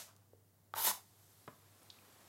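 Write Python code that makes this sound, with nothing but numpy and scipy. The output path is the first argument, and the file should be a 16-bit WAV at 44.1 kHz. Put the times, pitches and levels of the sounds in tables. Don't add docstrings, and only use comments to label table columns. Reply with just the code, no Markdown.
import sys
import numpy as np
from scipy import signal
from scipy.fft import rfft, irfft
from scipy.io import wavfile

SR = 44100
rng = np.random.default_rng(int(sys.argv[2]) if len(sys.argv) > 2 else 0)


def put_to_file(sound):
    columns = np.atleast_2d(sound).T
    safe = np.clip(columns, -1, 1)
    whole_steps = np.round(safe * 32767)
    wavfile.write(sys.argv[1], SR, whole_steps.astype(np.int16))


N = 100680
TIME = np.arange(N) / SR
CUTOFF_HZ = 15900


def from_db(db):
    return 10 ** (np.asarray(db) / 20)


def rms_one(x):
    return x / np.sqrt(np.mean(x ** 2) + 1e-20)


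def level(rows, column=1):
    rows = np.array(rows)
    return from_db(np.interp(TIME, rows[:, 0], rows[:, column], left=-150))


def colour(x, spectrum):
    hz, db = np.transpose(spectrum)
    bin_hz = np.maximum(np.arange(N // 2 + 1) * SR / N, 1)
    gain = from_db(np.interp(np.log(bin_hz), np.log(hz), db))
    in_band = (bin_hz < CUTOFF_HZ) * (bin_hz > 20)
    return rms_one(irfft(rfft(x) * gain * in_band, N))


def noise(spectrum):
    return colour(rng.standard_normal(N), spectrum)


def flicker(corner_hz, depth_db):
    pole = np.exp(-2 * np.pi * corner_hz / SR)
    waver = signal.lfilter([1], [1, -2 * pole, pole * pole], rng.standard_normal(N))
    return from_db(depth_db * rms_one(waver))


def grains(rate_per_s, spread_db):
    sizes = from_db(spread_db * np.minimum(rng.exponential(1, N), 4))
    signs = rng.choice([-1, 1], N)
    return sizes * signs * (rng.random(N) < rate_per_s / SR)


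def click(start_s, db):
    return from_db(db) * (np.arange(N) == int(start_s * SR))


def ring(x, modes):
    out = 0
    for hz, db, t60_s in modes:
        pole = np.exp(-np.log(1000) / (t60_s * SR))
        angle = 2 * np.pi * hz / SR
        feedback = [1, -2 * pole * np.cos(angle), pole * pole]
        out = out + from_db(db) * signal.lfilter([.5, 0, -.5], feedback, x + 1e-18)
    return out


def soften(x, hz):
    return signal.sosfilt(signal.butter(2, min(hz, SR / 2 - 1), fs=SR, output="sos"), x)


def high_pass(x, order, hz):
    return signal.sosfilt(signal.butter(order, hz, "high", fs=SR, output="sos"), x)


def room(x, wet_db):
    # delay in seconds, level in dB.
    echoes = [(.0021, -18), (.0053, -18.5)]
    t60_s, treble_t60_s, treble_hz, build_s = .27, 0.24, 9400, 0.0077
    t = TIME[:SR // 2]
    bin_hz = np.arange(len(t) // 2 + 1) * SR / len(t)
    white = rng.standard_normal(len(t))
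    low = irfft(rfft(white) / (1 + (bin_hz / treble_hz) ** 4), len(t))
    low_tail = low * np.exp(-np.log(1000) * t / t60_s)
    treble_tail = (white - low) * np.exp(-np.log(1000) * t / treble_t60_s)
    tail = (low_tail + treble_tail) * (1 - np.exp(-t / build_s))
    response = from_db(wet_db) * tail / np.linalg.norm(tail)
    response[0] += 1
    for delay_s, db in echoes:
        response[int(delay_s * SR)] += from_db(db)
    return signal.fftconvolve(x, response)[:N]


def room_air():
    # frequency in Hz, relative density in dB per Hz.
    air_colour = [(15, -72), (25, -42), (64, -18.5), (82, -14), (102, -7), (126, -11.5), (194, -15.5),
                  (437, -21.5), (572, -23.5), (672, -22.5), (1390, -31.5), (2090, -33), (2330, -38),
                  (10800, -33), (15800, -31)]
    return from_db(-71.5) * noise(air_colour)


def air_width():
    # frequency in Hz, relative density in dB per Hz.
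    side_colour = [(40, -18), (110, -2.5), (250, -2), (700, -8.5), (2000, -24.5), (6000, -26),
                   (12000, -10.5), (15800, -10.5)]
    return from_db(-87.5) * noise(side_colour)


def mains_hum():
    hum_hz, hum_rms_db, waver_db = 99.2, -73, 0.1
    sine = np.sqrt(2) * np.sin(2 * np.pi * hum_hz * TIME)
    return from_db(hum_rms_db) * flicker(15, waver_db) * sine


def earlier_try():
    # frequency in Hz, relative density in dB per Hz.
    scrape_colour = [(200, -7), (450, -9.5), (650, 7.5), (900, -6.5), (2000, -0.5), (4000, 0.5), (6300, 5),
                     (9000, 0.5), (13000, 0), (16000, -12)]
    # time in seconds, level in dB.
    brush_level = [(0, -57.5), (.06, -75.5), (.088, -63), (.125, -70.5), (.15, -76.5), (.2, -78),
                   (.27, -85), (.4, -110)]
    # frequency in Hz, relative density in dB per Hz.
    brush_colour = [(300, -14), (700, -0.5), (1200, 2), (2000, -10.5), (5000, -10), (15000, -22)]
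    start_db, fade_db_per_s = -47, 228
    fade = from_db(start_db - fade_db_per_s * TIME)
    dying = fade * flicker(100, 0.64) * colour(grains(12000, 2.0), scrape_colour)
    brush = level(brush_level) * colour(grains(4000, 3.8), brush_colour)
    return dying + brush


def snaps():
    # start in seconds, impulse level in dB, pitch in Hz, t60 in seconds.
    snap_rows = [(0.1645, -39, 6550, 0.00014), (1.832, -44, 10000, 0.0012), (1.902, -34.5, 3700, 0.0042),
                 (1.9044, -40, 4650, 0.0045), (1.9056, -50, 4400, .003), (1.988, -47.5, 2460, 0.0099)]
    rings = 0
    for start_s, db, hz, t60_s in snap_rows:
        rings = rings + soften(ring(click(start_s, db), [(hz, 0, t60_s)]), hz=1.8 * hz)
    return room(high_pass(rings, order=3, hz=2830), wet_db=-8.5)


def knocks():
    # start in seconds, tap impulse level in dB, pitch in Hz, t60 in seconds,
    # hard click in dB relative to the tap.
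    knock_rows = [(0.3336, -47, 465, 0.019, -55), (.7388, -28, 1200, 0.018, -8),
                  (0.7773, -35.5, 926, 0.029, -5), (.9125, -30, 1026, 0.013, -20),
                  (.975, -47, 775, 0.021, -25)]
    # frequency in Hz, relative level in dB, t60 in seconds.
    stick_modes = [(3360, 0, 0.0049), (4400, -16, 0.0059)]
    # frequency in Hz, relative level in dB, t60 in seconds.
    thud_modes = [(108, -13, 0.099), (470, -30, 0.015), (876, 10.5, 0.024)]
    tip_mode = (13000, -3, .0012)  # Hz, dB, t60 in s
    taps, hard = 0, 0
    for start_s, db, hz, t60_s, hard_db in knock_rows:
        taps = taps + soften(ring(click(start_s, db), [(hz, 0, t60_s)]), hz=1.7 * hz)
        hard = hard + click(start_s, db + hard_db)
    clicks = soften(ring(hard, stick_modes), hz=4230) + ring(hard, [tip_mode])
    landing_s, landing_db = knock_rows[1][0], -44
    thud = soften(ring(click(landing_s, landing_db), thud_modes), hz=1200)
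    return room(taps + clicks + thud, wet_db=-8.5)


def scrape():
    # time in seconds, gritty hiss in dB, box ring in dB, fine top sizzle in dB.
    stroke = [(.748, -62, -67, -77), (.757, -52.5, -49, -62), (.781, -42.5, -45, -47),
              (.8, -42, -46.5, -44.5), (.825, -41.5, -50, -43), (.845, -36.5, -45, -37.5),
              (.87, -34, -41, -42), (.9, -37.5, -48, -51), (.914, -41.5, -51.5, -46), (.922, -61, -62, -67)]
    # frequency in Hz, relative density in dB per Hz.
    hiss_colour = [(60, -70), (400, -37)] + list([(880, -47), (1500, -10), (2080, -11.5), (2500, -10.5),
                                                  (4020, -4), (4570, -6), (9010, -7.5), (11300, -2),
                                                  (12500, -0.5), (13500, -3), (15800, -10.5)])
    bite_colour = [(50, -50), (120, -49), (200, -0.5), (330, 4.5), (600, -3.5), (1400, -2.5), (2000, 3.5),
                   (2450, -1.5), (3100, -9.5), (6000, 2.5), (9000, 5.5), (15000, -6.5)]
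    sizzle_colour = [(4000, -54), (9500, -13), (11500, -3), (13500, 1), (14600, -1), (15800, -14)]
    # frequency in Hz, relative level in dB, t60 in seconds.
    box_modes = [(435, -24, 0.12), (690, -6.5, 0.019), (875, 1, 0.023), (972, -3, 0.024),
                 (1250, -0.5, 0.0093), (1830, -20, 0.023)]
    wood_modes = [(1886, -43, 0.022), (2990, -35, 0.035), (3672, -37.5, .035), (3970, -44.5, 0.014),
                  (4930, -44, .03), (6200, -48, .04), (9800, -43, 0.053), (13500, -41, .012)]
    judder_hz, judder_db = 360, 1.0
    bite_s, bite_db, bite_rise_s, bite_fall_s = .874, -37, 0.017, 0.027
    contact = flicker(judder_hz, judder_db) * (TIME < stroke[-1][0])
    hiss = level(stroke) * colour(grains(16000, 3), hiss_colour)
    box_ring = rms_one(soften(ring(grains(2500, 3.9), box_modes), hz=2780))
    box = level(stroke, column=2) * box_ring
    width_s = np.where(TIME < bite_s, bite_rise_s, bite_fall_s)
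    swell = np.exp(-.5 * ((TIME - bite_s) / width_s) ** 2)
    bite = from_db(bite_db) * swell * colour(grains(6000, 3.1), bite_colour)
    sizzle = level(stroke, column=3) * colour(grains(20000, 2.2), sizzle_colour)
    rasp = contact * (hiss + bite + sizzle)
    return room(rasp + ring(rasp, wood_modes) + contact * box, wet_db=-9)


def patchy(spectrum, patchy_db):
    edges_hz = np.geomspace(1500, 15800, 15)
    out = grains(20000, 1.1) * from_db(-12.5)
    for low_hz, high_hz in zip(edges_hz, edges_hz[1:]):
        band = signal.butter(2, [low_hz, high_hz], "band", fs=SR, output="sos")
        out = out + signal.sosfilt(band, grains(22000, 2.6)) * flicker(4, patchy_db)
    return colour(out, spectrum)


def burning():
    # time in seconds, level in dB.
    fizz_level = [(.9, -92), (1.0, -74), (1.08, -72), (1.15, -71), (1.42, -68.5), (1.6, -72), (1.74, -70.5),
                  (1.85, -69), (2.0, -68.5), (2.28, -68.5)]
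    flare_level = [(.95, -83), (1.15, -75.5), (1.44, -75), (1.56, -74.5), (1.75, -70), (2.0, -68.5),
                   (2.28, -66.5)]
    # frequency in Hz, relative density in dB per Hz.
    fizz_colour = [(300, -25)] + list([(1060, -9), (1800, -5), (2590, -11), (3460, -0.5), (6540, 1),
                                       (7710, 2), (8990, 0), (12800, 3), (15100, -5), (15800, -13)])
    flare_colour = [(80, -18), (160, -1), (400, -2), (1100, -2.5), (1800, -7.5), (3500, -11), (8000, -23)]
    fizz = level(fizz_level) * flicker(40, 0.56) * patchy(fizz_colour, patchy_db=1.0)
    flare = level(flare_level) * flicker(25, 1.0) * noise(flare_colour)
    return fizz + flare


def ignition():
    # start in seconds, impulse level in dB.
    puff_rows = [(1.4779, -41), (1.4803, -39), (1.4851, -47), (1.4871, -58), (1.494, -57)]
    # frequency in Hz, relative level in dB, t60 in seconds.
    pop_modes = [(123, -6.5, 0.036), (210, -3, 0.023), (434, -15.5, 0.025), (612, -4.5, 0.034),
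                 (1025, -2, 0.02), (1620, -35, 0.0079), (2990, -14, 0.022)]
    puffs = sum(click(start_s, db) for start_s, db in puff_rows)
    thump = high_pass(ring(puffs, pop_modes), order=2, hz=90)
    return room(soften(thump, hz=2000), wet_db=-7.5)


def scene():
    background = room_air() + mains_hum()
    match = earlier_try() + snaps() + knocks() + scrape() + burning() + ignition()
    mid = background + match
    side = air_width() + from_db(-73) * room(mid, wet_db=-18)
    return np.array([mid + side, mid - side])


def record(dry):
    thin = high_pass(dry, order=3, hz=60)
    return signal.sosfilt(signal.ellip(12, .1, 80, CUTOFF_HZ, fs=SR, output="sos"), thin)


dry = scene()
out = record(dry)
put_to_file(out)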